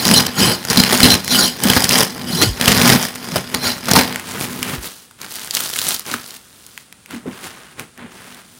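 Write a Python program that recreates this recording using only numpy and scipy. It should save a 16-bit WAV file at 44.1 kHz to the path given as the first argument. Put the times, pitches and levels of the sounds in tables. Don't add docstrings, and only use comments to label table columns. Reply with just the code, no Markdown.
import sys
import numpy as np
from scipy import signal
from scipy.fft import rfft, irfft
from scipy.io import wavfile
from scipy.ndimage import uniform_filter1d

SR = 44100
rng = np.random.default_rng(int(sys.argv[2]) if len(sys.argv) > 2 else 0)


def unload_wav(signal):
    wavfile.write(
        sys.argv[1],
        SR,
        np.round(np.clip(np.atleast_2d(signal).T, -1, 1) * 32767).astype(np.int16),
    )


N = 378819

# start_s, length_s, build_db, crunch_db, crisp_db, thud_db
PUSHES = [(0.065, 0.145, 0.5, -19, -16.5, -16), (0.23, 0.054, 10, -31.5, -40, -30),
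          (0.71, 0.36, -5.5, -21.5, -21, -25.5), (0.925, 0.085, -9, -23, -23, -23.5),
          (1.035, 0.14, -14, -18.5, -17.5, -16), (1.64, 0.21, -1.5, -20.5, -19, -21.5),
          (1.9, 0.11, 6.5, -16, -13.5, -19), (2.08, 0.23, 14, -44, -56, -32),
          (2.6, 0.06, 6, -21.5, -24.5, -26.5), (2.675, 0.26, 12, -16.5, -16, -15.5),
          (3.0, 0.05, 2, -23.5, -21.5, -32), (3.14, 0.24, 20, -37.5, -36.5, -34.5),
          (3.885, 0.13, 5, -19, -21, -19), (4.02, 0.2, 5, -27, -32.5, -27.5)]
PULLS = [(0.0, 0.023, 2, -28, -19, -27), (0.395, 0.13, -4, -19, -14.5, -17.5),
         (1.322, 0.14, -2, -21.5, -11.5, -18.5), (2.29, 0.16, 9, -31.5, -20.5, -23),
         (3.565, 0.024, -13, -35, -33.5, -24.5), (3.64, 0.059, 0.5, -21, -18, -24)]
SQUEEZES = [(4.405, 0.032, 0.5, -28.5, -25.5, -23.5), (5.215, 0.043, 0, -34.5, -38, -42),
            (5.305, 0.027, -1, -39, -31, -49), (5.355, 0.17, -6, -37.5, -34, -48),
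            (5.548, 0.16, -7, -30, -25, -42), (5.73, 0.2, 7.5, -30, -23.5, -41.5),
            (5.96, 0.1, -4, -42.5, -43, -56), (6.075, 0.1, -2.5, -29.5, -31, -37),
            (6.21, 0.15, 3, -43, -39.5, -53)]
RUBS = [(4.14, 0.11, -3, -34, -38, -37.5), (4.265, 0.065, 1.5, -32.5, -32.5, -33),
        (4.35, 0.044, -5, -29, -33, -27.5), (4.45, 0.17, 0.5, -36, -34.5, -27.5),
        (4.63, 0.12, 2.5, -28, -31.5, -27), (4.83, 0.048, -0.5, -33.5, -31, -38),
        (4.9, 0.15, -7, -49.5, -44, -62), (6.4, 0.42, 5, -55, -49.5, -61),
        (7.115, 0.046, -2, -34.5, -40.5, -35), (7.262, 0.027, 2, -50, -58, -26),
        (7.31, 0.13, 0, -39, -44.5, -56), (7.43, 0.04, 3, -33.5, -35, -39), (7.5, 0.23, -6, -42, -49, -52),
        (7.793, 0.026, -3, -37, -40, -31.5), (7.995, 0.094, -8, -40.5, -63, -38),
        (8.12, 0.28, 0.5, -41.5, -46, -45.5), (8.42, 0.29, 8, -57, -49.5, -52)]
# start_s, length_s, level_db
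CAVE_INS = [(0.053, 0.0062, -18), (0.265, 0.0031, -22), (0.701, 0.017, -19.5), (0.773, 0.0052, -16),
            (0.8, 0.0046, -11.5), (0.926, 0.015, -13.5), (1.697, 0.0076, -13.5), (1.765, 0.007, -10),
            (2.415, 0.023, -18), (2.613, 0.013, -25.5), (2.675, 0.049, -15), (3.359, 0.013, -17.5),
            (3.544, 0.0042, -20), (3.912, 0.0042, -14.5), (3.955, 0.041, -11.5)]
ZINGS = [(0.14, 0.044, -7), (1.1, 0.043, -11.5), (2.42, 0.012, -8.5)]
# start_s, level_db, pitch_hz
SNAPS = [(0.052, 3.5, 4060), (0.112, 11.5, 1520), (0.265, -3.5, 4900), (0.65, -4.5, 1410), (0.7, 0, 6000),
         (0.772, 7.5, 4600), (0.8, 8, 4370), (0.836, 6.5, 1820), (0.924, -6, 1800), (0.948, 0, 2500),
         (1.003, 7, 1800), (1.03, 21.5, 4000), (1.103, 4, 2970), (1.142, -5, 2880), (1.245, -10.5, 9000),
         (1.278, -5, 1820), (1.636, 4, 10300), (1.699, 10, 2880), (1.841, 7.5, 5230), (1.891, 2, 5660),
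         (2.611, 5, 2290), (2.657, 0, 3150), (2.678, 18, 2480), (3.156, -11, 2090), (3.358, -9, 1200),
         (3.544, -13, 4170), (3.856, -12.5, 3980), (3.884, -5, 1150), (3.912, 3.5, 6400), (3.934, 3, 5230),
         (3.954, 1, 1080), (4.125, -12.5, 2270), (4.158, -4.5, 1600), (4.196, -10.5, 1610),
         (4.628, -1.5, 2030), (5.11, -27, 1430), (5.215, -13, 4830), (5.508, -5, 4520), (5.549, 2.5, 5700),
         (5.571, -6, 2520), (5.736, -7.5, 3300), (5.788, -1, 3460), (5.887, 3, 9800), (5.943, -4, 13500),
         (5.994, -8.5, 10500), (6.114, -9, 4140), (6.139, -6.5, 1400), (6.306, -19, 4670),
         (6.664, -22, 9620), (6.776, -14, 1770), (6.925, -19.5, 1610), (7.059, -24, 2160),
         (7.108, -16.5, 1420), (7.795, -9, 1960), (7.976, -24, 1390), (8.345, -26, 3560)]
THUDS_AND_POPS = [(0.107, -5, 228), (0.409, -11, 210), (0.469, -15, 129), (0.776, -4.5, 218),
                  (1.056, -9, 256), (1.126, -20, 92.5), (1.651, -5, 219), (2.33, -18, 166),
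                  (2.421, -10.5, 305), (2.463, -13, 115), (2.487, -15, 58), (2.946, -8, 222),
                  (3.316, -20, 175), (3.358, -11.5, 630), (3.966, 0, 1010), (4.726, -22, 146),
                  (4.772, -24, 66), (6.115, -23.5, 257), (6.139, -10, 1390), (6.141, -24, 255),
                  (7.135, -23, 267), (7.16, -24, 249), (7.257, -23, 430), (7.276, -19.5, 270),
                  (8.04, -28, 236)]
# pitch_hz, width_hz, gain_db
BLADE_MODES = [(1410, 43, -6), (3060, 150, 0.5), (4140, 127, 4.5), (4530, 390, -7.5), (4900, 250, -1),
               (5530, 330, -6.5), (6730, 61, -4.5), (7990, 58, -2), (9680, 63, -5.5), (9400, 47, -9.5),
               (10400, 150, -4), (10560, 50, -6), (11400, 49, -14), (13200, 140, -11.5), (13500, 160, -8),
               (15400, 130, -35)]
LOAF_MODES = [(48.3, 15, -40), (98, 12, -12), (136.3, 19, -4.5), (197.8, 45, 0.5), (245.2, 13.4, 3.5),
              (342, 25, -12), (453.7, 4.3, -4.5), (769, 87, -17), (1010, 40, -17)]
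# frequency_hz, gain_db
CUT_CRUNCH_EQ = [(190, -18), (330, 2), (1030, -3.5), (1210, -4.5), (1840, 0), (2630, -3), (3030, -2),
                 (3800, -3), (4940, -9), (8360, -120)]
CUT_CRISP_EQ = [(1940, -51), (3300, 5), (4420, -4), (4920, 5.5), (7490, -5.5), (9450, -1), (12400, -6),
                (15200, -2), (16200, -19.5)]
HAND_CRUNCH_EQ = [(200, -2), (340, 0.5), (620, -2.5), (1000, -0.5), (1500, 1.5), (2500, -3), (4000, -9),
                  (8000, -36), (16000, -59)]
HAND_CRISP_EQ = [(1500, -32.5), (3000, -0.5), (4500, 1), (7400, -2.5), (10200, -0.5), (11800, -4.5),
                 (15000, -2), (17000, -6)]
ROOM_TONE_EQ = [(24, -62), (40, -3), (81, 4), (180, 3.5), (896, -11.5), (1440, -4), (1850, -11), (3560, -8),
                (5870, -14), (9690, -5), (11600, -25), (14800, -24), (16000, -19)]
# time_s, bending_share
BENDING = [(4.2, 0.1), (4.6, 1), (6.2, 0.94), (6.8, 0.67), (7.2, 0.1), (8.1, 0.05), (8.5, 0.55)]

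CUT_THROUGH_S = 4.15
STROKE_SHAPE = dict(attack_s=0.057, release_s=0.076, arch_db=1.5)
HAND_SHAPE = dict(attack_s=0.037, release_s=0.081, arch_db=2)
PUSH_SPREAD_DB, PULL_SPREAD_DB, SQUEEZE_SPREAD_DB, RUB_SPREAD_DB = 4, 0.9, 4.5, 2.5
PUSH_RING_DB, PULL_RING_DB = -5, 5
DRAG_DB, HOLD_DB = -35.5, -58.5
CONTROL_S = np.arange(0, N / SR + .002, .001)


def sawing(crunch_db, crisp_db, thud_db, spread_db, ring_db):
    breaks = fractures(per_s=3500, spread_db=spread_db)
    crunch = grains(breaks, CUT_CRUNCH_EQ, relative_width=0.52, rub_db=-16, window_s=0.055)
    crunch = from_db(crunch_db - 1.74) * crunch
    crisp = grains(breaks, CUT_CRISP_EQ, relative_width=0.19, rub_db=-9, window_s=0.0336)
    blade = blade_ring(breaks, detune=0.0055, swell_db=14)
    ring = from_db(ring_db)
    treble = from_db(crisp_db - 1) * (crisp + ring * blade) / np.hypot(1, ring)
    bite = tooth_snags(per_s=70, t60_s=0.015, depth=0.36 * spread_db)
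    thud = from_db(thud_db - 0.6) * evened(body(breaks, LOAF_MODES), window_s=0.049)
    return bite * (crunch + treble) + thud


def knife_envelopes():
    push = gestures(PUSHES, **STROKE_SHAPE) + from_db(DRAG_DB) ** 2
    push = push + accents(CAVE_INS, attack_s=0.0047, release_s=0.013)
    pull = gestures(PULLS, **STROKE_SHAPE)
    crunch, treble, thud = push + pull
    splinters = push[1] / (1 + from_db(PUSH_RING_DB) ** 2) + pull[1] / (1 + from_db(PULL_RING_DB) ** 2)
    spread_db = PUSH_SPREAD_DB + (PULL_SPREAD_DB - PUSH_SPREAD_DB) * pull[1] / treble
    treble = treble + accents(ZINGS, attack_s=0.0075, release_s=0.018)
    ring_db = to_db(treble / splinters - 1)
    curves = [to_db(crunch), to_db(treble), to_db(thud), spread_db, ring_db]
    return automation(np.transpose([CONTROL_S, *curves]))


def fractures(per_s, spread_db):
    at = np.flatnonzero(rng.random(N) < per_s / SR)
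    size, polarity = rng.random((N // 4, 2))[:len(at)].T
    breaks = np.zeros(N)
    breaks[at] = from_db(-spread_db[at] * np.log(size + .005)) * np.sign(polarity - .5)
    return breaks


def grains(breaks, eq, relative_width, rub_db, window_s):
    pitches = np.geomspace(eq[1][0], min(eq[-2][0], SR / 3), num=8)
    dealt = rng.integers(0, len(pitches), N)
    flakes = sum(resonance(breaks * (dealt == k), hz, hz * relative_width)
                 for k, hz in enumerate(pitches))
    crackle = evened(rms_one(flakes) + rms_one(breaks), window_s)
    friction = from_db(rub_db) * rng.standard_normal(N)
    return evened(equalised(crackle + friction, eq), window_s)


def tooth_snags(per_s, t60_s, depth):
    snags = rng.exponential(1, N) * (rng.random(N) < per_s / SR)
    bursts = signal.lfilter([1], [1, -from_db(-60 / (t60_s * SR))], snags + 1e-18)
    return evened(1 + depth * np.tanh(bursts), window_s=0.13)


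def blade_ring(breaks, detune, swell_db):
    n, out = np.arange(N), 0
    for k in range(3):
        warp = np.cumsum(detune * drift(per_s=22))
        ring = body(breaks, BLADE_MODES[k::3]) * from_db(swell_db * drift(per_s=28))
        out = out + np.interp(n + warp - uniform_filter1d(warp, SR // 5), n, ring)
    return evened(out, window_s=0.028)


def crust_snaps(flakes, tick_db, crumbs_db, crumbs_t60_s, delay_s, gain_db):
    t = np.arange(SR // 20) / SR
    sprays = rng.standard_normal((len(flakes), len(t)))
    out = np.zeros(N + len(t))
    for (start_s, db, hz), spray in zip(flakes, sprays):
        force = from_db(crumbs_db - 60 * t / crumbs_t60_s) * spray
        force[0] = 1
        drive = (8000 / hz) ** 0.47
        flake = drive * resonance(force, hz, width_hz=0.25 * hz + 600)
        crack = flake + from_db(tick_db) * resonance(force, hz=4670, width_hz=14000)
        at = int(np.clip((start_s + delay_s) * SR, 0, N - 1))
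        out[at:at + len(t)] += from_db(db + gain_db) * crack / np.abs(crack).max()
    return out[:N]


def small_flakes(crisp_db, spread_db, count, scatter_db, low_hz, high_hz):
    when, size, pitch = rng.random((count, 3)).T
    at = ((np.arange(count) + when) * N / count).astype(int)
    lift_db = 1.5 + 2.96 * spread_db[at]
    level_db = crisp_db[at] + lift_db + scatter_db * (2 * size - 1)
    return np.transpose([at / SR, level_db, low_hz * (high_hz / low_hz) ** pitch])


def thuds_and_pops(sag, rise_cycles, longest_rise_s):
    t = np.arange(SR // 4) / SR
    out = np.zeros(N + len(t))
    for start_s, db, hz in THUDS_AND_POPS:
        age = t / min(rise_cycles / hz, longest_rise_s)
        glide_hz = hz * (1 + sag * (np.exp(-age / 2) - .5))
        phase = 2 * np.pi * np.cumsum(glide_hz) / SR
        at = int(np.clip(start_s * SR, 0, N - 1))
        out[at:at + len(t)] += from_db(db) * age * np.exp(1 - age) * np.sin(phase)
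    return out[:N]


def handling(crunch_db, crisp_db, thud_db, spread_db):
    breaks = fractures(per_s=1900, spread_db=spread_db)
    crunch = grains(breaks, HAND_CRUNCH_EQ, relative_width=0.58, rub_db=-2, window_s=0.054)
    crunch = from_db(crunch_db - 2.37) * crunch
    crisp = grains(breaks, HAND_CRISP_EQ, relative_width=0.27, rub_db=-6.5, window_s=0.11)
    crisp = from_db(crisp_db + 0.8) * crisp
    rubbed = equalised(crisp, [(10000, 0), (11500, -4)])
    bending, = automation(BENDING)
    thud = from_db(thud_db - 3.5) * evened(body(breaks, LOAF_MODES), window_s=0.047)
    return crunch + bending * crisp + (1 - bending) * rubbed + thud


def hand_envelopes():
    squeeze = gestures(SQUEEZES, **HAND_SHAPE)
    total = squeeze + gestures(RUBS, **HAND_SHAPE) + from_db(HOLD_DB) ** 2
    spread_db = RUB_SPREAD_DB + (SQUEEZE_SPREAD_DB - RUB_SPREAD_DB) * squeeze[1] / total[1]
    return automation(np.transpose([CONTROL_S, *to_db(total), spread_db]))


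def kitchen_reverb(x, t60_s, wall_hz):
    t = np.arange(SR // 2) / SR
    tail = rng.standard_normal(len(t)) * from_db(-60 * t / t60_s) * (t > .003)
    tail = signal.sosfilt(signal.butter(1, wall_hz, fs=SR, output="sos"), tail)
    return signal.fftconvolve(x, tail / np.linalg.norm(tail))[:N]


def room_tone(level_db):
    return from_db(level_db) * rms_one(equalised(rng.standard_normal(N), ROOM_TONE_EQ))


def effort(start_s, length_s, attack_s, release_s, build_db=0, arch_db=0):
    t = CONTROL_S - start_s
    position = np.clip(t / length_s, 0, 1) - .5
    fade = np.maximum(-t, 0) / attack_s + np.maximum(t - length_s, 0) / release_s
    return from_db(build_db * position + arch_db * (.5 - (2 * position) ** 2) - 20 * fade) ** 2


def gestures(rows, attack_s, release_s, arch_db):
    return sum(from_db(levels_db)[:, None] ** 2
               * effort(start_s, length_s, attack_s, release_s, build_db, arch_db)
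               for start_s, length_s, build_db, *levels_db in rows)


def accents(rows, attack_s, release_s):
    return sum(from_db(db) ** 2 * effort(start_s, length_s, attack_s, release_s)
               for start_s, length_s, db in rows)


def automation(rows):
    times_s, *columns = np.transpose(rows)
    return [np.interp(np.arange(N) / SR, times_s, column) for column in columns]


def drift(per_s):
    return np.interp(np.arange(N) * per_s / SR, np.arange(2000), rng.standard_normal(2000))


def body(x, modes):
    return sum(from_db(db) * resonance(x, hz, width_hz) for hz, width_hz, db in modes)


def resonance(x, hz, width_hz):
    r = np.exp(-np.pi * width_hz / SR)
    feedback = [1, -2 * r * np.cos(2 * np.pi * hz / SR), r * r]
    return signal.lfilter(np.array([1, 0, -1]) * (1 - r * r) / 2, feedback, x + 1e-18)


def equalised(x, eq):
    size = 8192
    hz, db = np.transpose(eq)
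    grid_hz = np.maximum(np.fft.rfftfreq(size, 1 / SR), 1)
    gain = from_db(np.interp(np.log(grid_hz), np.log(hz), db))
    cepstrum = irfft(np.log(gain))
    cepstrum[1:size // 2] *= 2
    cepstrum[size // 2 + 1:] = 0
    return signal.oaconvolve(x, irfft(np.exp(rfft(cepstrum))))[:N]


def evened(x, window_s):
    power = np.abs(uniform_filter1d(x ** 2, int(window_s * SR)))
    return x / np.sqrt(power + 1e-12)


def rms_one(x):
    return x / np.sqrt(np.mean(x ** 2) + 1e-20)


def from_db(db):
    return 10 ** (np.asarray(db) / 20)


def to_db(power):
    return 10 * np.log10(power + 1e-12)


def scene():
    knife, hands = knife_envelopes(), hand_envelopes()
    cutting, = automation([(CUT_THROUGH_S - .05, 1), (CUT_THROUGH_S + .05, 0)])
    _, crisp_db, _, spread_db = [cutting * a + (1 - cutting) * b for a, b in zip(knife, hands)]
    strays = small_flakes(crisp_db, spread_db, count=110, scatter_db=4, low_hz=1290, high_hz=6900)
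    cracks = crust_snaps(np.vstack([SNAPS, strays]), tick_db=-5, crumbs_db=-12.5, crumbs_t60_s=0.011,
                         delay_s=0.001, gain_db=1.5)
    blade_kicks = from_db(-1.5) * body(cracks * cutting, BLADE_MODES)
    loaf_kicks = from_db(0.5) * body(np.abs(cracks) * cutting, LOAF_MODES)
    texture = cutting * sawing(*knife) + (1 - cutting) * handling(*hands)
    punch = thuds_and_pops(sag=0.45, rise_cycles=1.57, longest_rise_s=0.0097)
    bread = texture + cracks + blade_kicks + loaf_kicks + punch
    air = room_tone(level_db=-51)
    reverb = from_db(-17) * kitchen_reverb(bread, t60_s=0.29, wall_hz=5900)
    return (bread + reverb + air)[None]


def record(dry):
    thinned = signal.sosfilt(signal.butter(4, 38, "high", fs=SR, output="sos"), dry)
    clipped = np.clip(thinned, -1, 1)
    return signal.sosfilt(signal.ellip(10, .1, 70, 16000, fs=SR, output="sos"), clipped)


dry = scene()
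out = record(dry)
unload_wav(out)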